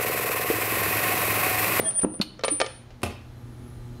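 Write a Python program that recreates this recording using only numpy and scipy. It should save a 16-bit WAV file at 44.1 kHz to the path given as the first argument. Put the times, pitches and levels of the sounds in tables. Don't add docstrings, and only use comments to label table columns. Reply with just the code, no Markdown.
import sys
import numpy as np
from scipy import signal
from scipy.fft import rfft, irfft
from scipy.io import wavfile
from scipy.ndimage import uniform_filter1d

SR = 44100
rng = np.random.default_rng(int(sys.argv[2]) if len(sys.argv) > 2 else 0)


def store_pcm(level_fs):
    pcm = np.round(np.clip(level_fs, -1, 1) * 32767).astype(np.int16)
    wavfile.write(sys.argv[1], SR, np.atleast_2d(pcm).T)


N = 176400
T = np.arange(N) / SR
STOP_S = 1.799


def amp(db):
    return 10 ** (np.asarray(db) / 20)


def unit(x):
    return x / np.sqrt(np.mean(x ** 2) + 1e-20)


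def curve(rows, column=1):
    rows = np.array(rows)
    return np.interp(T, rows[:, 0], rows[:, column])


def read(points, hz):
    f, value = np.transpose(points)
    return np.interp(np.log(hz + 1), np.log(f + 1), value)


def add(mix, s, sound):
    at = round(s * SR)
    sound = sound[max(-at, 0):]
    part = mix[max(at, 0):][:len(sound)]
    part += sound[:len(part)]


def noise(gain_at):
    spectrum = rfft(rng.standard_normal(N)) * gain_at(np.fft.rfftfreq(N, 1 / SR))
    return unit(irfft(spectrum, N))


def coloured(points):
    return noise(lambda f: amp(read(points, f)))


def band(hz, width):
    return noise(lambda f: 1 / (1 + ((f - hz) / width) ** 2))


def impulse_response(points, size=4096):
    log_gain = np.log(amp(read(points, abs(np.fft.fftfreq(size, 1 / SR)))) + 1e-5)
    click = np.fft.ifft(np.exp(np.conj(signal.hilbert(log_gain)))).real
    return click / np.linalg.norm(click)


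def room(x, wet_db):
    # (frequency [Hz], T60 [s])
    decay_times = [(100, 1), (400, 0.32), (1500, 0.45), (4000, 0.54), (9000, 0.27), (15000, 0.28)]
    hz, t, spectra = signal.stft(rng.standard_normal(SR), SR, nperseg=256)
    tail = signal.istft(spectra * amp(-60 * t / read(decay_times, hz)[:, None]), SR, nperseg=256)[1]
    tail *= np.minimum(T[:len(tail)] / 0.02, 1) ** 2
    return x + amp(wet_db) * signal.fftconvolve(x, tail / np.linalg.norm(tail))[:N]


def knock(hz, decay_s):
    t = T[:SR // 5]
    return t / decay_s * np.exp(1 - t / decay_s) * np.sin(2 * np.pi * hz * t)


def strike(blows, colour, modes, ring_db, attack_s=.001):
    contact, ring, t = np.zeros(N), np.zeros(N), T[:SR]
    for s, db, decay_s in blows:
        add(contact, s, amp(db) * rng.standard_normal(SR) * np.exp(-t / decay_s))
        tones = sum(amp(mode_db - 60 * t / t60) * np.sin(2 * np.pi * (hz * t + rng.random()))
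                    for hz, mode_db, t60 in modes)
        add(ring, s, amp(db + ring_db) * tones * np.minimum(t / attack_s, 1))
    return signal.fftconvolve(contact, impulse_response(colour))[:N] + ring


def room_air():
    # (frequency [Hz], level [dB])
    colour = [(15, -40), (25, -1), (122, -5), (144, -7.5), (188, -21.5), (246, -5.5), (289, -14),
              (368, -18.5), (523, -26.5), (826, -29.5), (2300, -42.5), (3930, -41.5), (4620, -48),
              (10900, -43), (15500, -51.5)]
    # (time [s], level [dB])
    levels = [(0, -60), (2.35, -53), (2.9, -51), (3.3, -46), (3.6, -44), (4, -43)]
    return amp(curve(levels)) * coloured(colour)


def mains_hum(hz=120):
    # (harmonic number, level [dB])
    partials = [(1, -4), (2, -14.5), (3, -20), (4, -28.5), (7, -28), (8, -44), (10, -30.5), (11, -35)]
    # (time [s], level [dB])
    levels = [(0, -40), (2.3, -51.5), (2.75, -46.5), (3.3, -43), (3.7, -38.5), (4, -36.5)]
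    hum = sum(amp(db + 0.63 * band(0, 4)) * np.sin(2 * np.pi * (round(k) * hz * T + rng.random()))
              for k, db in partials)
    buzz = sum(amp(-41 - 5 * np.log2(k / 12) + 3 * rng.standard_normal())
               * np.sin(2 * np.pi * (k * hz * T + rng.random())) for k in range(12, 60))
    thin_tone = amp(-38) * band(4060, 8)
    return np.sqrt(2) * amp(curve(levels)) * (hum + buzz + thin_tone)


def fuzzy(phase):
    return .6 * np.sin(phase) + .7 * (band(0, 400) * np.cos(phase) + band(0, 300) * np.sin(phase))


def whine():
    # (time [s], frequency [Hz], level [dB])
    glide = [(3.29, 10470, -92), (3.38, 12000, -76), (3.465, 10400, -74), (3.51, 11000, -72),
             (3.6, 9450, -72), (3.685, 11200, -65), (3.76, 9400, -68), (3.81, 9050, -74),
             (3.885, 7800, -76), (3.92, 7600, -95)]
    phase = 2 * np.pi * np.cumsum(uniform_filter1d(curve(glide), size=1200)) / SR
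    tones = fuzzy(phase) + amp(-14) * fuzzy(1.21 * phase)
    level = amp(curve(glide, column=2)) * (T > glide[0][0]) * (T < glide[-1][0])
    return np.sqrt(2) * level * tones


def clanks():
    # (time [s], level [dB], decay [s])
    blows = [(1.907, -36, 0.0037), (1.996, -38, 0.0045), (2.014, -38.5, 0.012), (2.141, -49, 0.0044),
             (2.193, -45, 0.0046), (2.393, -31, 0.0019), (2.41, -41, 0.0037), (2.4365, -19, 0.0051),
             (2.445, -18, 0.0054), (2.481, -20.5, 0.0073), (2.601, -16.5, 0.0071), (2.6145, -11.5, 0.0034),
             (2.644, -32, 0.0027), (2.663, -23.5, .004), (2.905, -50.5, 0.018)]
    # (frequency [Hz], level [dB])
    colour = [(120, -68.5), (200, -15), (337, -16.5), (551, -1.5), (721, -7), (1240, -17.5), (1520, -16.5),
              (1780, -14), (2600, -13.5), (2810, -14.5), (3740, -16), (5300, -20.5), (6110, -24.5),
              (8130, -30.5), (8800, -34), (11400, -134), (19400, -120)]
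    # (frequency [Hz], level [dB], T60 [s])
    modes = [(439, -3.5, 0.13), (517, 9, 0.051), (960, -11, 0.049), (1197, -3, 0.1), (1350, -3.5, 0.089),
             (1783, -8, 0.16), (2260, -13, 0.15), (3065, -12, 0.15), (4300, -21, .14), (5340, -10.5, 0.065)]
    return room(strike(blows, colour, modes, ring_db=-12), wet_db=-15.5)


def pings():
    # (time [s], level [dB], decay [s])
    blows = [(2.2135, -21, 0.0095), (2.4365, -31, 0.0048)]
    # (frequency [Hz], level [dB])
    colour = [(470, -27), (800, -11), (1390, -13), (1840, -20.5), (2940, -7), (3280, -9.5), (4350, -4),
              (5100, -18), (8220, -29), (9070, -15.5), (10100, -48), (11300, -26), (15000, -48)]
    # (frequency [Hz], level [dB], T60 [s])
    modes = [(2980, -20, 0.28), (3010, -23, .5), (3980, -21, 0.18), (4320, 15.5, 0.031), (4330, -18, 0.31),
             (4371, -28, 0.36), (6340, -24, 0.18), (8672, -31, 0.38), (10650, -22, 0.16),
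             (12280, -18, 0.095), (13500, -29.5, 0.13)]
    return room(strike(blows, colour, modes, ring_db=-5.5), wet_db=-18.5)


def clunks():
    # (time [s], level [dB], decay [s])
    blows = [(3.018, -40, 0.0047), (3.032, -18, 0.0085), (3.051, -31.5, 0.0058), (3.061, -30.5, 0.0077),
             (3.106, -40, .012)]
    # (frequency [Hz], level [dB])
    colour = [(35, -21), (65, -6), (120, -1.5), (200, -7), (400, -1.5), (760, -9), (940, -12.5),
              (1150, -10.5), (1600, -17.5), (2650, -12), (3660, -21.5), (4840, -26), (5300, -23.5),
              (6500, -29), (10600, -22.5), (15000, -39)]
    # (frequency [Hz], level [dB], T60 [s])
    modes = [(84, 0, .3), (544, -6, .13), (700, -5, .13), (830, -8, .12), (2476, -15, .14),
             (2912, -16, .14), (5190, -14, .14), (8027, -18, .1), (9367, -16, .1), (10810, -18, .13)]
    return room(strike(blows, colour, modes, ring_db=-11), wet_db=-8)


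def valve_thumps():
    # (time [s], level [dB], frequency [Hz], decay [s])
    shifts = [(0.5011, -11.5, 382, 0.0013), (.508, -16, 452, 0.0032), (1.7968, -9.5, 453, 0.00092),
              (2.035, -21, 314, 0.0028), (2.046, -10.5, 343, 0.0014), (2.056, -23.5, 208, 0.0056),
              (2.1996, -17.5, 205, 0.0036), (2.514, -27, 308, 0.01)]
    thumps = np.zeros(N)
    for s, db, hz, decay_s in shifts:
        add(thumps, s, amp(db) * knock(hz, decay_s))
    return room(thumps, wet_db=-18)


def valve_rattle():
    # (time [s], level [dB], decay [s])
    blows = [(1.795, -34, 0.0035), (2.033, -21, 0.01), (2.047, -13.5, 0.0038), (2.06, -41, 0.013),
             (2.14, -40, .015), (2.199, -24, 0.0047)]
    # (frequency [Hz], level [dB])
    colour = [(80, -20), (200, -2), (262, -12), (315, -0.5), (400, -4), (520, -0.5), (700, -9), (1100, -18),
              (1320, -17), (1600, -24), (2700, -36.5), (7000, -62)]
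    # (frequency [Hz], level [dB], T60 [s])
    modes = [(312.4, 0, 0.51), (211, -5, 0.26), (526, -2.5, 0.13), (1293, -12, .06)]
    return room(strike(blows, colour, modes, ring_db=-17), wet_db=-12)


def valve_whistle(hz=9350, waver_hz=14):
    # (time [s], level [dB])
    envelopes = [
        [(1.797, -62), (1.802, -27), (1.826, -40), (1.86, -26.5), (1.892, -21.5), (1.932, -40), (1.96, -26.5),
         (1.995, -19), (2.011, -36.5), (2.022, -22), (2.044, -25), (2.056, -50.5), (2.16, -37), (2.21, -59.5),
         (2.29, -63), (2.42, -88)],
        [(2.436, -70), (2.452, -26.5), (2.495, -44.5), (2.514, -21.5), (2.555, -29), (2.6, -35), (2.65, -48),
         (2.78, -53), (2.92, -93)],
    ]
    level = sum(amp(curve(rows)) * (T > rows[0][0]) * (T < rows[-1][0]) for rows in envelopes)
    phase = 2 * np.pi * np.cumsum(hz + waver_hz * band(0, 25)) / SR
    return level * (np.sqrt(2) * np.sin(phase) + amp(-23) * band(hz, 120))


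def valve_seat():
    # (frequency [Hz], level [dB])
    tones = [(650, -39), (1777, -45), (3268, -44)]
    # (time [s], half-width [s], level [dB])
    swells = [(1.87, 0.021, 2.5), (1.96, 0.0086, -9.5), (1.991, 0.0087, -4.5)]
    level = sum(amp(db) * np.exp(-((T - s) / half) ** 2) for s, half, db in swells)
    return level * sum(amp(db) * np.sqrt(2) * np.sin(2 * np.pi * hz * T) for hz, db in tones)


def valve_bleed():
    # (frequency [Hz], level [dB])
    colour = [(59, -31), (100, 0), (487, -12.5), (647, -10.5), (772, -13.5), (1780, -18.5), (2830, -26),
              (3380, -24), (7000, -32), (9100, -70), (15400, -120)]
    # (time [s], level [dB])
    levels = [(1.79, -62), (1.81, -36.5), (1.93, -43), (2.02, -51.5), (2.08, -67), (2.18, -59), (2.3, -55)]
    return amp(curve(levels)) * (T > STOP_S) * coloured(colour)


def throb(load_s=0.46, rise_s=.12):
    # (frequency [Hz], level [dB])
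    orders = [(107.7, -38), (323.1, -43)]
    load = np.clip((T - load_s) / rise_s, .1, 1)
    return load * sum(amp(db + 0.5 * band(0, 8)) * np.sin(2 * np.pi * hz * T + 0.21 * band(0, 6))
                      for hz, db in orders)


def strokes(decay_s=0.0015, rebound_s=0.01195, dip_delay_s=0.0061, dip_half_s=0.0068):
    # (start [s], end [s], stroke rate [1/s], knock level [dB],
    # knock frequency [Hz], relative rebound level [dB], exhaust dip [dB])
    runs = [(-.002, .47, 20.1, -20, 471, -6.5, 5.5), (0.5388, 1.76, 21.55, -22, 412, -12, 2.5)]
    knocks, dip = np.zeros(N), np.zeros(N)
    closure = np.exp(-(T[:SR // 10] / dip_half_s - 3) ** 2)
    for start, end, rate, start_db, hz, rebound_db, dip_db in runs:
        for s in np.arange(start, end, 1 / rate):
            jitter, force, detune = rng.standard_normal(3)
            db = start_db - 1.5 * (s - start)
            add(knocks, s + .0001 * jitter, amp(db + 1.5 * force) * knock(hz * np.exp(.06 * detune), decay_s))
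            add(knocks, s, amp(db - 27.5) * knock(hz=446.5, decay_s=0.015))
            rebound = knock(hz * np.exp(.06 * jitter), decay_s * 1.7)
            add(knocks, s + rebound_s, amp(db + rebound_db) * rebound)
            add(dip, s + dip_delay_s - 3 * dip_half_s, dip_db * closure)
    return knocks, dip


def exhaust(hollow_hz=430, hollow_octaves=.55):
    # (time [s], roar level [dB], hiss level [dB])
    levels = [(0.0, -27, -32), (0.024, -34, -29.5), (0.042, -32, -30.5), (0.56, -32, -31.5),
              (0.892, -29.5, -29), (1.74, -28.5, -28), (1.75, -28, -27.5)]
    # (frequency [Hz], level [dB])
    roar_colour = [(35, -56), (60, -10), (101, -0.5), (118, -16.5), (146, -5), (177, -4.5), (255, -11.5),
                   (321, -0.5), (360, -7), (630, -1.5), (721, -6), (793, -8), (926, -7.5), (1060, 0),
                   (1210, -5.5), (1360, -6), (1530, -4.5), (1680, -10), (1850, -2.5), (2570, -6),
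                   (3300, -15.5), (4160, -14.5), (6000, -25), (7800, -51), (13200, -120)]
    # (frequency [Hz], level [dB])
    hiss_colour = [(2940, -25), (5000, -11), (6520, -11), (8350, -6.5), (9090, -7), (12600, 0.5),
                   (14600, -3), (15600, -8)]
    # (frequency [Hz], half-width [Hz], level [dB])
    resonances = [(733, 28, -37), (1078, 38, -38), (1863, 98, -38.5), (2070, 160, -40), (2543, 160, -35.5)]

    def roar_gain(hz):
        hollow_db = -3 * np.exp(-(np.log2((hz + 1) / hollow_hz) / hollow_octaves) ** 2)
        return amp(read(roar_colour, hz) + hollow_db)

    effort = amp(curve(levels))
    roar = effort * amp(1.5) * noise(roar_gain)
    housing = unit(effort) * sum(amp(db) * band(hz, width) for hz, width, db in resonances)
    hiss = amp(curve(levels, column=2) + 0.5) * coloured(hiss_colour)
    return roar + housing, hiss


def pump(stop_fade_s=0.0018, puff_s=1.6, puff_half_s=0.016):
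    knocks, dip_db = strokes()
    flow = unit(amp(-dip_db + .7 * band(0, 70)))
    roar, hiss = exhaust()
    running = np.exp(-np.maximum(T - STOP_S, 0) / stop_fade_s)
    puff = amp(-14) * np.exp(-((T - puff_s) / puff_half_s) ** 2) * hiss
    return room(running * (flow * (roar + hiss) + throb()) + knocks + puff, wet_db=-27)


def scene():
    machine = pump() + valve_thumps() + valve_rattle() + valve_whistle() + valve_seat() + valve_bleed()
    steel_parts = clanks() + pings() + clunks()
    background = mains_hum() + whine() + room_air()
    return (machine + steel_parts + background)[None]


def record(dry):
    low_pass = signal.firwin(801, cutoff=15720, window=("kaiser", 9), fs=SR)
    return signal.oaconvolve(dry, low_pass[None], "same")


dry = scene()
out = record(dry)
store_pcm(out)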